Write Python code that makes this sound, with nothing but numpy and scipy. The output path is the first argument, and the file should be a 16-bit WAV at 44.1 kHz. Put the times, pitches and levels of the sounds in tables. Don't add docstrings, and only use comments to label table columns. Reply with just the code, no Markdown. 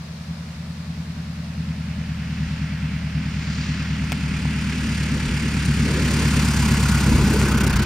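import sys
import numpy as np
from scipy import signal
from scipy.io import wavfile
from scipy.ndimage import uniform_filter1d

SR = 44100
rng = np.random.default_rng(int(sys.argv[2]) if len(sys.argv) > 2 else 0)


def master(y):
    cut = np.clip(np.atleast_2d(y).T, -1, 1)
    pcm = np.round(cut * 32767)
    wavfile.write(sys.argv[1], SR, pcm.astype(np.int16))


def rack_gain(trim_db):
    fader = np.asarray(trim_db, float)
    return 10 ** (fader / 20)


N = 346185

# [time_s, cycle_rate_hz]
ENGINE_SPEED = [(0.0, 9.939), (0.392, 10.147), (1.177, 10.023), (2.747, 9.374), (3.532, 9.247),
                (3.925, 9.276), (5.495, 8.776), (6.28, 8.803), (6.672, 8.578), (7.065, 8.492),
                (7.85, 8.019)]
# [multiple_of_cycle_rate, width_hz, four shares of cylinders 1-4 heard nose-on,
# four shares heard side-on]; the sign is the polarity
EXHAUST_RINGS = [(4.8, 18, -.14, .02, -.1, -.03, -.04, 0, -.03, -.02),
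                 (7.31, 20.74, -0.2, -0.1, -0.58, -0.54, -0.59, -0.45, -0.46, -0.37),
                 (13.09, 85.06, 0.22, 0.16, 0.14, 0.13, 0.16, -0.01, 0.34, 0.36),
                 (16.32, 15.0, -0.28, -1.61, 1.37, 2.25, -0.28, -0.46, 0.73, 0.91),
                 (21.22, 15.24, 0.02, 0.65, -1.17, -0.84, 0.38, 0.09, -0.26, 0.2),
                 (24.91, 15.08, -0.04, 0.14, -0.45, -0.38, 0.06, -0.94, 0.21, -0.43),
                 (27.23, 43.1, -0.05, -0.01, -0.02, 0.03, 0.05, -0.26, 0.19, 0.35)]
# [time_s, cylinder_1 to cylinder_4 in cycles]
FIRING_LAGS = [(0, 0.0781, 0.0964, 0.0853, 0.0941), (2.5, 0.0942, 0.0956, 0.0919, 0.0962),
               (5, 0.1064, 0.096, 0.0944, 0.0984), (7.85, 0.1039, 0.0936, 0.0932, 0.0985)]
# [time_s, strength_left 0-1]
WEAK_FIRINGS = [(.53, 0.9), (2.25, 1), (2.45, 0.8), (3.3, 1), (4.07, 0.95), (4.28, 1), (4.38, 0.9),
                (4.83, 0.8), (5.27, 0.6), (5.91, 1), (7.13, 0.5), (7.73, 0.6)]
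# [time_s, level_db]
EXHAUST_LEVEL = [(0, -33), (1.1, -29.5), (2.2, -25.5), (3, -25), (3.75, -24.5), (5.2, -23.5), (6.1, -19),
                 (7.2, -17), (7.5, -18), (7.85, -18.5)]
# [time_s, level_db]
SLIPSTREAM_LEVEL = [(0, -53), (1.3, -49.5), (2.5, -39.5), (3.1, -40.5), (3.65, -35.5), (4.1, -36),
                    (4.7, -33.5), (5.7, -32), (6.2, -29.5), (7.3, -31.5), (7.6, -31), (7.85, -31)]

# [pitch_hz, level_db]
LOW_ROAR_COLOUR = [(380, -14), (650, -11.5), (729, -21), (823, -4.5), (964, -6), (1160, -7), (1360, 0),
                   (1540, -0.5), (1660, 1), (2680, 0.5), (3600, -8.5), (4680, -80), (7920, -120)]
UPPER_ROAR_COLOUR = [(2500, -30), (3000, -4), (3500, -1), (3900, -0.5), (4900, 3), (5750, -1.5), (7200, -7),
                     (9000, -21), (11000, -57)]
HISS_COLOUR = [(3820, -17), (6500, -2), (10100, -7), (11300, -14), (14700, -24), (22000, -120)]
TOP_HISS_COLOUR = [(9500, -3), (11000, -3), (11700, -7), (13000, -3), (14500, -7), (15200, -8),
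                   (16000, -12)]
BOOM_COLOUR = [(25, -28), (45, -17), (110, -13), (170, -9), (215, 0), (265, -7), (295, -20), (380, -36)]
WHEEL_COLOUR = [(200, -11.5), (300, 6), (400, 2.5), (480, -2), (600, -8.5), (750, -32)]
FIELD_COLOUR = [(180, -48), (300, -13), (418, -5), (494, -7.5), (584, -4), (814, -7.5), (1120, -7),
                (2570, -12), (3030, -13.5), (4020, -11), (5080, -11.5), (6620, -18.5), (16000, -34.5)]

# [pitch_hz, likeness 0-1]
PLANE_LIKENESS = [(60, 0.92), (99, 0.7), (160, 1.0), (270, 0.97), (450, 1), (740, 0.51), (1220, 0.8),
                  (2010, 1), (3330, 0.31), (5500, 1), (9080, 0.77), (15000, 0.61)]
# [pitch_hz, likeness 0-1]
BOOM_LIKENESS = [(25, .99), (420, .99)]
# [pitch_hz, likeness 0-1]
FIELD_LIKENESS = [(60, 0.99), (180, 0.41), (550, 0.59), (1650, 0.019), (4970, 0.024), (15000, 0.032)]
# [pitch_hz, left_minus_right_db]
PORT_BALANCE = [(60, 6), (92, -10.5), (140, 4), (210, 0.5), (330, 0), (500, -0.5), (770, -0.5), (1170, 3),
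                (1790, -2.5), (2740, -3), (4190, 7), (6410, -2.5), (9810, 5.5), (15000, -1)]
# [pitch_hz, left_lead_radians]
PORT_LEAD = [(0, 0), (1030, 0.03), (1980, -0.71), (3270, 1), (4130, 0.17), (4650, 1.2), (5510, -0.8),
             (6120, 1.5), (7670, 1), (8440, 0.02), (9560, 1.65), (10600, 0.64), (11800, 1.44), (15900, 0)]

# [middle_s, half_length_s, upper_roar_db, hiss_db]
GUSTS = [
    (2.45, 0.22, 4, 0),
    (3.57, 0.27, 6.5, 0),
    (4.9, 0.12, 1.5, 2),
    (6.4, .25, 0.5, 1.5),
    (6.85, 0.23, 0, 1.5),
    (7.62, 0.14, -1.5, 1),
]
# [middle_s, half_length_s, level_db]
COWL_WHISTLES = [
    (6.95, 0.081, 4),
    (7.18, 0.11, -2),
    (7.55, 0.21, 5),
    (7.82, 0.1, 3.5),
]
# [middle_s, half_length_s, boom_db, rumble_db]
BOUNCES = [
    (4.3, 0.26, 4.5, 2.5),
    (5.98, 0.18, 5.5, 8.5),
    (7.17, 0.13, 10.5, 7.5),
    (7.42, 0.18, -0.5, 8),
    (7.85, 0.057, -4, 5),
    (5.3, 0.52, 2, 4),
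]
# [start_s, peak_db, ring_hz, left_minus_right_db]
CAMERA_TICKS = [
    (4.039, -27, 900, 0),
    (4.12, -10, 2430, 3),
    (4.127, -16, 2300, 4),
    (4.209, -44, 5000, 0),
    (4.454, -21, 1000, -7),
    (4.909, -28, 1200, -2),
    (6.219, -25, 900, -2),
    (7.049, -21, 800, 3),
    (7.415, -12, 2600, 1),
    (7.651, -15, 1300, 6),
]

TIME = np.arange(N) / SR
CYCLES = np.cumsum(np.interp(TIME, *np.transpose(ENGINE_SPEED))) / SR

PASS_S, GROUND_M_PER_S, CLOSEST_M = 7.4, 14, 12
BEYOND_M = np.hypot(CLOSEST_M, GROUND_M_PER_S * (TIME - PASS_S)) - CLOSEST_M

CLEAR_S, CLEAR_SPAN_S = 3.98, 0.08


def evened(x):
    return x / np.sqrt(np.mean(x ** 2) + 1e-20)


def curves(rows):
    s, *columns = np.transpose(rows)
    return [np.interp(TIME, s, column) for column in columns]


def read(points, hz):
    point_hz, value = np.transpose(points)
    return np.interp(np.log(hz + 1), np.log(point_hz + 1), value)[:, None]


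def layer(over_db, db_per_m):
    return curves(SLIPSTREAM_LEVEL)[0] + over_db - db_per_m * BEYOND_M


def swells(rows):
    s, half, *lifts = np.transpose(rows)
    return np.dot(lifts, np.exp(-((TIME - s[:, None]) / half[:, None]) ** 2))


def smooth_step(s, span):
    return 0.5 + 0.5 * np.tanh((TIME - s) / span)


def ring(x, hz, width):
    turn = np.exp(2j * np.pi * np.cumsum(hz * np.ones(N)) / SR)
    r = np.exp(-np.pi * width / SR)
    slow = signal.lfilter([(1 - r) ** 2], [1, -2 * r, r * r], x / turn)
    return 2 * (turn * slow).imag


def noise(colour, likeness, patchy_db):
    frames, hz = N // 512 + 5, np.fft.rfftfreq(1024, 1 / SR)
    a, b, c, d, patches = rng.standard_normal((frames, 513, 5)).T
    patches = uniform_filter1d(patches, size=14, axis=0)
    patches = evened(uniform_filter1d(patches, size=4, axis=1))
    like = np.clip(read(likeness, hz), -1, 1)
    left = a + 1j * b
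    right = like * left + np.sqrt(1 - like ** 2) * (c + 1j * d)
    right = right * np.exp(-1j * read(PORT_LEAD, hz))
    lean = rack_gain(read(PORT_BALANCE, hz) / 2)
    outside = (hz < colour[0][0]) | (hz > colour[-1][0])
    level_db = read(colour, hz) - 60.0 * outside[:, None] + patchy_db * patches
    z = np.array([left * lean, right / lean]) * rack_gain(level_db)
    return evened(signal.istft(z, window="cosine", nperseg=1024, noverlap=512)[1][:, :N])


def firings(uneven_db):
    trains = np.zeros((4, N))
    for k, lag in enumerate(curves(FIRING_LAGS)):
        at = np.flatnonzero(np.diff(np.floor(CYCLES - k / 4 - lag)) > 0)
        trains[k, at] = rack_gain(uneven_db * rng.standard_normal(len(at)))
    fired = np.flatnonzero(trains.sum(0))
    for s, left in WEAK_FIRINGS:
        nearest = fired[np.argmin(abs(fired - s * SR))]
        trains[:, nearest] *= left
    return trains


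def stumbles(rate):
    gulps = np.zeros(N)
    for s, left in WEAK_FIRINGS:
        gulps[round(s * SR)] = 1.2 * (1.2 - left)
    return ring(gulps, 6.5 * rate, width=22)


def exhaust():
    trains = firings(uneven_db=1.3)
    rate = curves(ENGINE_SPEED)[0]
    side_on = TIME / TIME[-1]
    sound = stumbles(rate)
    for order, width, *share in EXHAUST_RINGS:
        nose_drive = np.dot(share[:4], trains)
        side_drive = np.dot(share[4:], trains)
        sound += ring((1 - side_on) * nose_drive + side_on * side_drive, order * rate, width)
    settled = np.clip(CYCLES, 0, 1) ** 2
    sound = settled * sound + (1 - settled) * np.interp(CYCLES + 1, CYCLES, sound)
    band = signal.butter(6, [32, 310], "bandpass", fs=SR, output="sos")
    sound = signal.sosfiltfilt(band, sound)
    sound /= np.sqrt(uniform_filter1d(sound ** 2, size=SR, mode="reflect"))
    return rack_gain(curves(EXHAUST_LEVEL)[0]) * sound * rack_gain([[0.3], [-0.3]])


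def puffs(depth, sharp, lag, uneven_db):
    late = np.interp(TIME, [6.5, 7.85], [0, 0.04])
    beat = 4 * (CYCLES - lag - late)
    size = rack_gain(uneven_db * rng.standard_normal(400))[np.floor(beat + 4.5).astype(int)]
    turn = 2 * np.pi * beat
    swell = size * (1 + np.tanh(sharp * np.cos(turn + 0.25 * np.cos(turn))))
    depth = np.clip(depth, 0, 1)
    gain = 1 - depth + depth * evened(swell)
    return gain / np.sqrt(uniform_filter1d(gain ** 2, size=SR // 2))


def puff_depth(facing):
    lull = swells([(7.25, 0.2, 0.12)])[0]
    depth = np.minimum(0.12 + 0.055 * TIME, 0.48) - lull
    return depth + (0.88 - depth) * facing


def cowl():
    wander = 1 + 0.02 * evened(uniform_filter1d(rng.standard_normal(N), size=4000))
    eddies = rng.standard_normal(N)
    whistle = ring(eddies, 1512 * wander, width=197)
    whistle = whistle / np.sqrt(uniform_filter1d(whistle ** 2, size=2500))
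    burble = evened(ring(eddies, 990, width=530))
    whistle_db = layer(over_db=-6, db_per_m=0.64) + swells(COWL_WHISTLES)[0]
    return rack_gain(whistle_db) * whistle - rack_gain(layer(over_db=-4, db_per_m=0.72)) * burble


def slipstream():
    bright_db, fizz_db = swells(GUSTS)
    fizz_db = fizz_db - 7 * (1 - smooth_step(CLEAR_S, CLEAR_SPAN_S))
    facing = smooth_step(7.53, 0.03)
    depth = puff_depth(facing)

    low = rack_gain(curves(SLIPSTREAM_LEVEL)[0]) * noise(LOW_ROAR_COLOUR, PLANE_LIKENESS, patchy_db=0.64)
    roar = (low + cowl()) * puffs(0.45 * depth, sharp=1.44, lag=0.14, uneven_db=1.8)

    beat = puffs(depth, sharp=1.8, lag=0.13, uneven_db=2.0)
    upper_db = layer(over_db=-3, db_per_m=0.16) + bright_db
    hiss_db = layer(over_db=-5.5, db_per_m=0.3) + fizz_db - 3 * facing
    top_db = layer(over_db=-15.5, db_per_m=0.73) + fizz_db + 2.5 * facing
    upper = rack_gain(upper_db) * noise(UPPER_ROAR_COLOUR, PLANE_LIKENESS, patchy_db=0.5) * beat ** 0.48
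    hiss = rack_gain(hiss_db) * noise(HISS_COLOUR, PLANE_LIKENESS, patchy_db=0.5) * beat
    top = rack_gain(top_db) * noise(TOP_HISS_COLOUR, PLANE_LIKENESS, patchy_db=1.5) * beat
    return roar + upper + hiss + top


def rumble():
    boom_db, wheels_db = swells(BOUNCES)
    boom_db = boom_db + layer(over_db=1.44, db_per_m=0.023)
    shaded_db = -1 * (1 - smooth_step(CLEAR_S + 0.15, CLEAR_SPAN_S))
    wheels_db = wheels_db + layer(over_db=-4.5, db_per_m=0.28) + shaded_db
    boom = rack_gain(boom_db) * noise(BOOM_COLOUR, BOOM_LIKENESS, patchy_db=-3.0)
    return boom + rack_gain(wheels_db) * noise(WHEEL_COLOUR, PLANE_LIKENESS, patchy_db=2.5)


def field_hush():
    return rack_gain(-44) * noise(FIELD_COLOUR, FIELD_LIKENESS, patchy_db=-0.5)


def ticks():
    out, t = np.zeros((2, N)), np.arange(900) / SR
    for s, db, hz, pan_db in CAMERA_TICKS:
        a, b = rng.standard_normal((2, len(t)))
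        grit = signal.lfilter([0.19], [1, -1.12, 0.31], [a + 0.4 * b, a - 0.4 * b])
        fizz = grit * (np.exp(-t / 0.0012) + 0.1 * np.exp(-t / 0.006))
        thud = np.sin(2 * np.pi * 800 * t) * np.exp(-t / 0.0007)
        plastic = np.sin(2 * np.pi * hz * t) * np.exp(-t / 0.0015)
        tick = 0.55 * plastic + 0.6 * thud + (hz / 2200) ** 2 * fizz
        level_db = db + np.array([[pan_db / 2], [-pan_db / 2]])
        out[:, round(s * SR):][:, :len(t)] += rack_gain(level_db) * tick
    return out


def scene():
    return exhaust() + slipstream() + rumble() + field_hush() + ticks()


def roll_off(x):
    return signal.sosfilt(signal.butter(12, 16330, fs=SR, output="sos"), x)


def record(dry):
    edge = signal.firwin(255, 15900, window=("kaiser", 9), fs=SR)
    mix = signal.oaconvolve(dry, edge[None], "same")
    return roll_off(mix)


dry = scene()
out = record(dry)
master(out)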